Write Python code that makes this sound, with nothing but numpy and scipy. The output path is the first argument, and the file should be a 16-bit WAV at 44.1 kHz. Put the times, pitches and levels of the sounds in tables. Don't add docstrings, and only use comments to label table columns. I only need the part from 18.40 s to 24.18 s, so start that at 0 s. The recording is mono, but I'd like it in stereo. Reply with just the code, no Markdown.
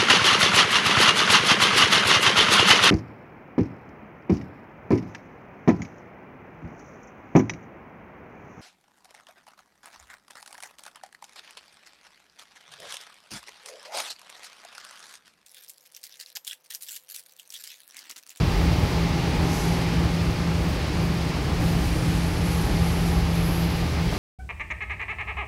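import sys
import numpy as np
from scipy.fft import rfft, irfft, next_fast_len
from scipy.io import wavfile
from scipy.ndimage import uniform_filter1d, map_coordinates

SR = 44100
rng = np.random.default_rng(int(sys.argv[2]) if len(sys.argv) > 2 else 0)


def unload_audio(sound):
    columns = np.transpose(np.atleast_2d(sound))
    steps = np.round(np.clip(columns, -1, 1) * 32767)
    wavfile.write(sys.argv[1], SR, steps.astype(np.int16))


N = 254898

# freq_hz, correlation
CABIN_CORRELATION = [(60, .99), (150, .98), (290, .8), (460, .57), (600, .56), (850, .27), (1100, 0),
                     (1700, -.3), (2300, .1), (3400, -.1), (4700, .15), (5800, .55), (7200, .5), (8100, .2),
                     (9500, .52)]
# freq_hz, balance_db
CABIN_BALANCE = [(60, 1.7), (200, 2.7), (370, -.5), (620, 3), (1000, .8), (1500, .5), (2400, -1),
                 (4500, -5.4), (6300, 0), (8000, -2.2), (12000, -1.4)]
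# centre_s, half_width_s, boom_change_db, rumble_change_db, roar_change_db
TRACK_JOLTS = [(0.045, 0.05, 1.5, 8, 0), (0.224, 0.12, 7, -1, 0), (0.39, 0.12, 2.5, 6, 0.5),
               (0.79, 0.069, -2, 0, 0.33), (1.03, 0.045, 4, 0.5, 1.5), (1.44, .05, -3, -1.5, 0.5),
               (1.62, .055, 3, 1.5, 0.8), (1.74, .04, -5, -0.5, -1.8), (1.872, 0.055, 0.5, 2.5, 1),
               (2.077, 0.11, -3, -2.5, 0.32), (2.276, 0.086, 4, -0.5, 1.8), (2.597, 0.052, -1, 3.5, 1),
               (2.92, .09, -4.5, -2.5, 0), (3.243, 0.06, 1, 2.5, 2), (3.45, .06, 3.5, -1, 0),
               (3.66, 0.063, -2.5, 3.5, .6), (3.898, .06, -1, -3.5, -1), (4.78, 0.15, 5.3, -1, 0.7),
               (5.26, .06, 2, 1, -1), (5.5, .07, 3, -1, -1.5), (5.68, 0.04, 0.5, 2, -2)]
# freq_hz, relative_db
BOOM_SPECTRUM = [(12, -18), (29, -13), (40, 0.5), (49, 5.5), (58, 3.5), (67, 9), (79, 6.5), (95, -10),
                 (150, -51)]
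# freq_hz, relative_db
RUMBLE_SPECTRUM = [(55, -37), (80, -4), (95, -4), (125, -2), (150, -4.5), (195, -9.5), (235, -15.5),
                   (400, -84)]
# time_s, level_db
ROLLING_LEVEL = [(0, -32), (.8, -32.5), (1.22, -32), (1.75, -34), (2.25, -35.5), (2.7, -34.5), (3.25, -35),
                 (3.95, -34.5), (4.35, -33.5), (4.75, -34.5), (5.2, -34.5), (5.78, -34.5)]
# freq_hz, relative_db
ROAR_SPECTRUM = [(150, -23), (232, -4), (255, 1.5), (340, 0.5), (440, -2.5), (570, -8), (730, -8),
                 (850, -15.5), (1000, -11), (1250, -12), (1700, -19.5), (4000, -43.5)]
# freq_hz, relative_db
RAIL_SPECTRUM = [(550, -42), (720, -12), (810, 5.5), (900, 3), (980, -5.5), (1100, -7), (1500, -35)]
# freq_hz, relative_db
AIR_SPECTRUM = [(600, -25), (1200, -6), (1600, -1.5), (2200, .9), (2800, -1.6), (3600, -5.1), (4800, -4.4),
                (6000, -11), (7000, -19), (9000, -32), (12000, -60)]
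# centre_s, half_width_s, change_db
HUM_SWELLS = [(0.11, 0.09, -6.5), (.28, 0.045, 3), (0.477, 0.06, -8), (0.688, 0.023, -4), (1.16, 0.036, -5),
              (1.748, 0.06, 3.5), (2.03, 0.13, -1.5), (2.443, 0.11, -13), (2.82, 0.078, -3.5),
              (3.024, 0.098, -13), (3.27, 0.045, 3), (3.503, .05, -4), (3.9, 0.087, -2),
              (4.282, 0.039, -16), (4.45, 0.068, 2), (4.98, 0.44, 2), (5.5, 0.041, -15),
              (5.755, 0.075, -17)]
# centre_s, half_width_s, lower_change_db, upper_change_db
MOTOR_SWELLS = [(1.1, 0.54, 8, 13), (3.2, 0.18, 6.5, 0), (4.35, 0.15, 6.5, 13.5), (4.68, 0.19, 12.5, 7),
                (4.77, .07, -1, 5), (5.03, 0.18, 4.5, -2)]
# pitch_hz, width_hz, relative_db
FAN_TONES = [(252, 11, -49.5), (306.3, 16, -43.5), (523, 13, -51.5), (603, 7.3, -49.5), (654, 11, -52.5),
             (880, 6, -53.5), (913, 5.5, -56), (1037, 6.4, -55), (1084, 5.6, -54.5), (1198, 6, -51)]
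# start_s, attack_s, hold_s, rub_db, sizzle_db, fizz_db
FLANGE_CONTACTS = [(0, .1, .12, -55, -59, -62), (.3, .08, .03, -55, -57.5, -57),
                   (.95, .21, .04, -44.5, -48.7, -57), (2.56, .08, .02, -59, -58.5, -58),
                   (3.19, .03, .11, -48, -56, -50.5), (3.345, .11, .28, -47.5, -58.5, -60),
                   (3.64, .09, .16, -55, -55, -62), (3.96, .14, .09, -47, -48, -55),
                   (4.34, .12, .22, -49.5, -49.5, -58), (4.87, .09, .04, -55, -49, -56),
                   (5.01, .07, .04, -55, -49.5, -48.5), (5.63, .1, .08, -53, -56, -61)]
# freq_hz, relative_db
RUB_SPECTRUM = [(3000, -20), (4500, -2), (6000, 3.5), (7300, 1), (9000, -1), (10100, 0), (12000, -9),
                (15700, -30)]
# freq_hz, relative_db
SIZZLE_SPECTRUM = [(8000, -35), (9800, -14), (10700, -4), (11200, 0), (11800, -2), (12500, -11),
                   (14300, -25), (15700, -40)]
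# freq_hz, relative_db
FIZZ_SPECTRUM = [(7000, -20), (10000, -4), (12800, 1), (14200, 0), (15000, -3), (15700, -13)]
# centre_s, half_width_s, pitch_hz, width_hz, level_db
WALL_DRONES = [(1, .2, 610, 40, -44.5), (3.45, 0.44, 305, 16, -37)]
# start_s, peak_s, end_s, pitch_hz, width_hz, level_db
WHEEL_SQUEAKS = [(3.32, 3.52, 3.78, 9500, 320, -50), (3.4, 3.76, 4.6, 9500, 340, -54),
                 (3.92, 4.13, 4.45, 9500, 400, -56), (4.25, 4.47, 4.8, 9500, 400, -53.5),
                 (3.5, 3.88, 4.15, 11110, 260, -53), (3.92, 4.15, 4.45, 11110, 240, -47.5),
                 (4.28, 4.5, 4.72, 11110, 260, -50.5), (4.52, 4.7, 4.92, 11110, 240, -50.5),
                 (4.82, 5.08, 5.22, 11110, 240, -46), (5.1, 5.25, 5.75, 11110, 200, -54),
                 (5.0, 5.15, 5.54, 12720, 320, -50)]
# start_s, level_db
GEAR_KNOCKS = [(5.42, -32), (5.582, -36), (5.721, -30.5)]
# pitch_hz, width_hz, relative_db
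FLOOR_MODES = [(420, 120, -1), (640, 120, 3), (815, 90, -1), (1040, 110, -3), (1210, 90, -4)]


def amp(db):
    return 10 ** (np.asarray(db) / 20)


def unit_rms(x):
    return x / np.sqrt(np.mean(x ** 2) + 1e-20)


def log_interp(points, hz):
    freq_hz, values = np.transpose(points)
    return np.interp(np.log(hz + 1), np.log(freq_hz + 1), values)


def swell(centre_s, half_width_s):
    return np.exp(-((np.arange(N) / SR - centre_s) / half_width_s) ** 2)


def swells_db(rows):
    return sum(np.outer(changes_db, swell(centre_s, half_s)) for centre_s, half_s, *changes_db in rows)


def wobble(rate_hz):
    knots = rng.standard_normal(int(N * rate_hz / SR) + 4)
    return map_coordinates(knots, [np.arange(N) * rate_hz / SR])


def filtered(x, response):
    size = next_fast_len(N + 8192)
    return irfft(rfft(x, size) * response(np.fft.rfftfreq(size, 1 / SR)), size)[..., :N]


def resonance(hz, pitch_hz, width_hz):
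    return 1 / (1 + ((hz - pitch_hz) / (width_hz / 2)) ** 2)


def cabin_noise(response):
    def mid_side_gain(hz):
        correlation = np.clip(log_interp(CABIN_CORRELATION, hz), -.9, .999)
        side_gain = np.sqrt((1 - correlation) / (1 + correlation))
        return response(hz) * np.array([np.ones_like(hz), side_gain])
    mid, side = filtered(rng.standard_normal((2, N)), mid_side_gain)
    pair = np.array([mid + side, mid - side])
    pair = filtered(pair, lambda hz: amp(np.outer([.5, -.5], log_interp(CABIN_BALANCE, hz))))
    return pair / np.std(pair.mean(axis=0))


def shaped_noise(spectrum):
    return cabin_noise(lambda hz: amp(log_interp(spectrum, hz)))


def band_noise(pitch_hz, width_hz):
    return cabin_noise(lambda hz: resonance(hz, pitch_hz, width_hz))


def steadied(x, window_s):
    power = np.abs(uniform_filter1d(x.mean(axis=0) ** 2, max(int(window_s * SR), 1)))
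    return x / np.sqrt(power + 1e-6)


def tone(pitch_hz, balance_db, lead_rad):
    phase = 2 * np.pi * (np.cumsum(pitch_hz) / SR + rng.random())
    sides = np.array([[.5], [-.5]])
    return np.sqrt(2) * amp(sides * balance_db) * np.sin(phase + sides * lead_rad)


def floor_shake(spectrum, jolt_db, window_s):
    level_db = -28.5 + jolt_db + 1.26 * wobble(11)
    return amp(level_db) * steadied(shaped_noise(spectrum), window_s)


def wheel_roar(rolling_db, jolt_db):
    level_db = -32.5 + .87 * rolling_db + jolt_db + .61 * wobble(14)
    return amp(level_db) * steadied(shaped_noise(ROAR_SPECTRUM), window_s=.31)


def rail_ring(rolling_db):
    mode = steadied(band_noise(pitch_hz=828, width_hz=17), window_s=.2)
    return amp(-43 + 1.23 * rolling_db) * (shaped_noise(RAIL_SPECTRUM) + amp(-9.5) * mode)


def air_rush(rolling_db):
    return amp(-36.5 + .62 * rolling_db + .34 * wobble(15)) * shaped_noise(AIR_SPECTRUM)


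def machine_hum(pitch_hz=168.1, throb_hz=4.11, throb_peak_s=.35):
    throb_db = np.cos(2 * np.pi * throb_hz * (np.arange(N) / SR - throb_peak_s))
    rough_db = wobble(45) + .7 * wobble(18)
    level_db = -27.5 + throb_db + swells_db(HUM_SWELLS)[0] + rough_db
    return amp(level_db) * tone(pitch_hz + .25 * wobble(6), balance_db=2.6, lead_rad=.08)


def motor_whine(lower_hz=764.5, upper_hz=819.5):
    lower_db, upper_db = swells_db(MOTOR_SWELLS)
    lower_gain = amp(-54.5 + lower_db + 1.1 * wobble(16))
    lower = tone(lower_hz + 1.5 * wobble(20), balance_db=10, lead_rad=.34)
    upper_gain = amp(-55.5 + upper_db + 1.1 * wobble(16))
    upper = tone(upper_hz + 2 * wobble(22), balance_db=-6, lead_rad=.4)
    return lower_gain * lower + upper_gain * upper


def fans():
    def response(hz):
        return sum(amp(db) * resonance(hz, pitch_hz, width_hz) / np.sqrt(width_hz)
                   for pitch_hz, width_hz, db in FAN_TONES)
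    return amp(-42.5) * steadied(cabin_noise(response), window_s=.18)


def flange_hiss(release_s=.26):
    t = np.arange(N) / SR
    power = amp([[-50], [-61.5], [-63.5]]) ** 2
    for start_s, attack_s, hold_s, *levels_db in FLANGE_CONTACTS:
        release = np.exp(-np.maximum(t - start_s - attack_s - hold_s, 0) / release_s)
        press = np.clip((t - start_s) / attack_s, 0, 1) * release
        power = power + np.outer(amp(levels_db), press) ** 2
    flutter_db = 1.3 * np.tanh(wobble(55)) + .83 * np.tanh(wobble(21))
    layers = zip(np.sqrt(power), [RUB_SPECTRUM, SIZZLE_SPECTRUM, FIZZ_SPECTRUM])
    return amp(flutter_db) * sum(gain * shaped_noise(spectrum) for gain, spectrum in layers)


def wall_drones():
    return sum(amp(db) * swell(centre_s, half_s) * steadied(band_noise(pitch_hz, width_hz), window_s=.15)
               for centre_s, half_s, pitch_hz, width_hz, db in WALL_DRONES)


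def tunnel_swish():
    return amp(-44) * swell(centre_s=1.17, half_width_s=.12) * band_noise(pitch_hz=5950, width_hz=1800)


def wheel_squeaks(note_db=-7, waver_hz=45.5):
    t, out = np.arange(N) / SR, np.zeros((2, N))
    for start_s, peak_s, end_s, pitch_hz, width_hz, db in WHEEL_SQUEAKS:
        envelope = np.interp(t, [start_s, peak_s, end_s], [0, 1, 0])
        hiss = band_noise(pitch_hz, width_hz)
        note = amp(3 * wobble(60)) * tone(pitch_hz + waver_hz * wobble(120), balance_db=-1.4, lead_rad=0)
        out += amp(db) * envelope * unit_rms(hiss + amp(note_db) * unit_rms(note))
    return out


def gear_knocks(attack_s=.005, t60_s=.17):
    def panel(hz):
        return sum(amp(db) * resonance(hz, pitch_hz, width_hz) for pitch_hz, width_hz, db in FLOOR_MODES)
    t, out = np.arange(N) / SR, np.zeros((2, N))
    for start_s, level_db in GEAR_KNOCKS:
        age_s = np.maximum(t - start_s, 0)
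        envelope = amp(level_db - 60 * age_s / t60_s) * np.minimum(age_s / attack_s, 1)
        out += envelope * steadied(cabin_noise(panel), window_s=.02)
    return out


def scene():
    time_s, level_db = np.transpose(ROLLING_LEVEL)
    rolling_db = np.interp(np.arange(N) / SR, time_s, level_db) + 34
    boom_db, rumble_db, roar_db = swells_db(TRACK_JOLTS)
    boom = floor_shake(BOOM_SPECTRUM, boom_db, window_s=.099)
    rumble = floor_shake(RUMBLE_SPECTRUM, rumble_db, window_s=.14)
    running = wheel_roar(rolling_db, roar_db) + rail_ring(rolling_db) + air_rush(rolling_db)
    bed = boom + rumble + running + machine_hum() + motor_whine() + fans()
    return bed + flange_hiss() + wall_drones() + tunnel_swish() + wheel_squeaks() + gear_knocks()


def record(dry):
    return filtered(dry, lambda hz: hz < 15760)


dry = scene()
out = record(dry)
unload_audio(out)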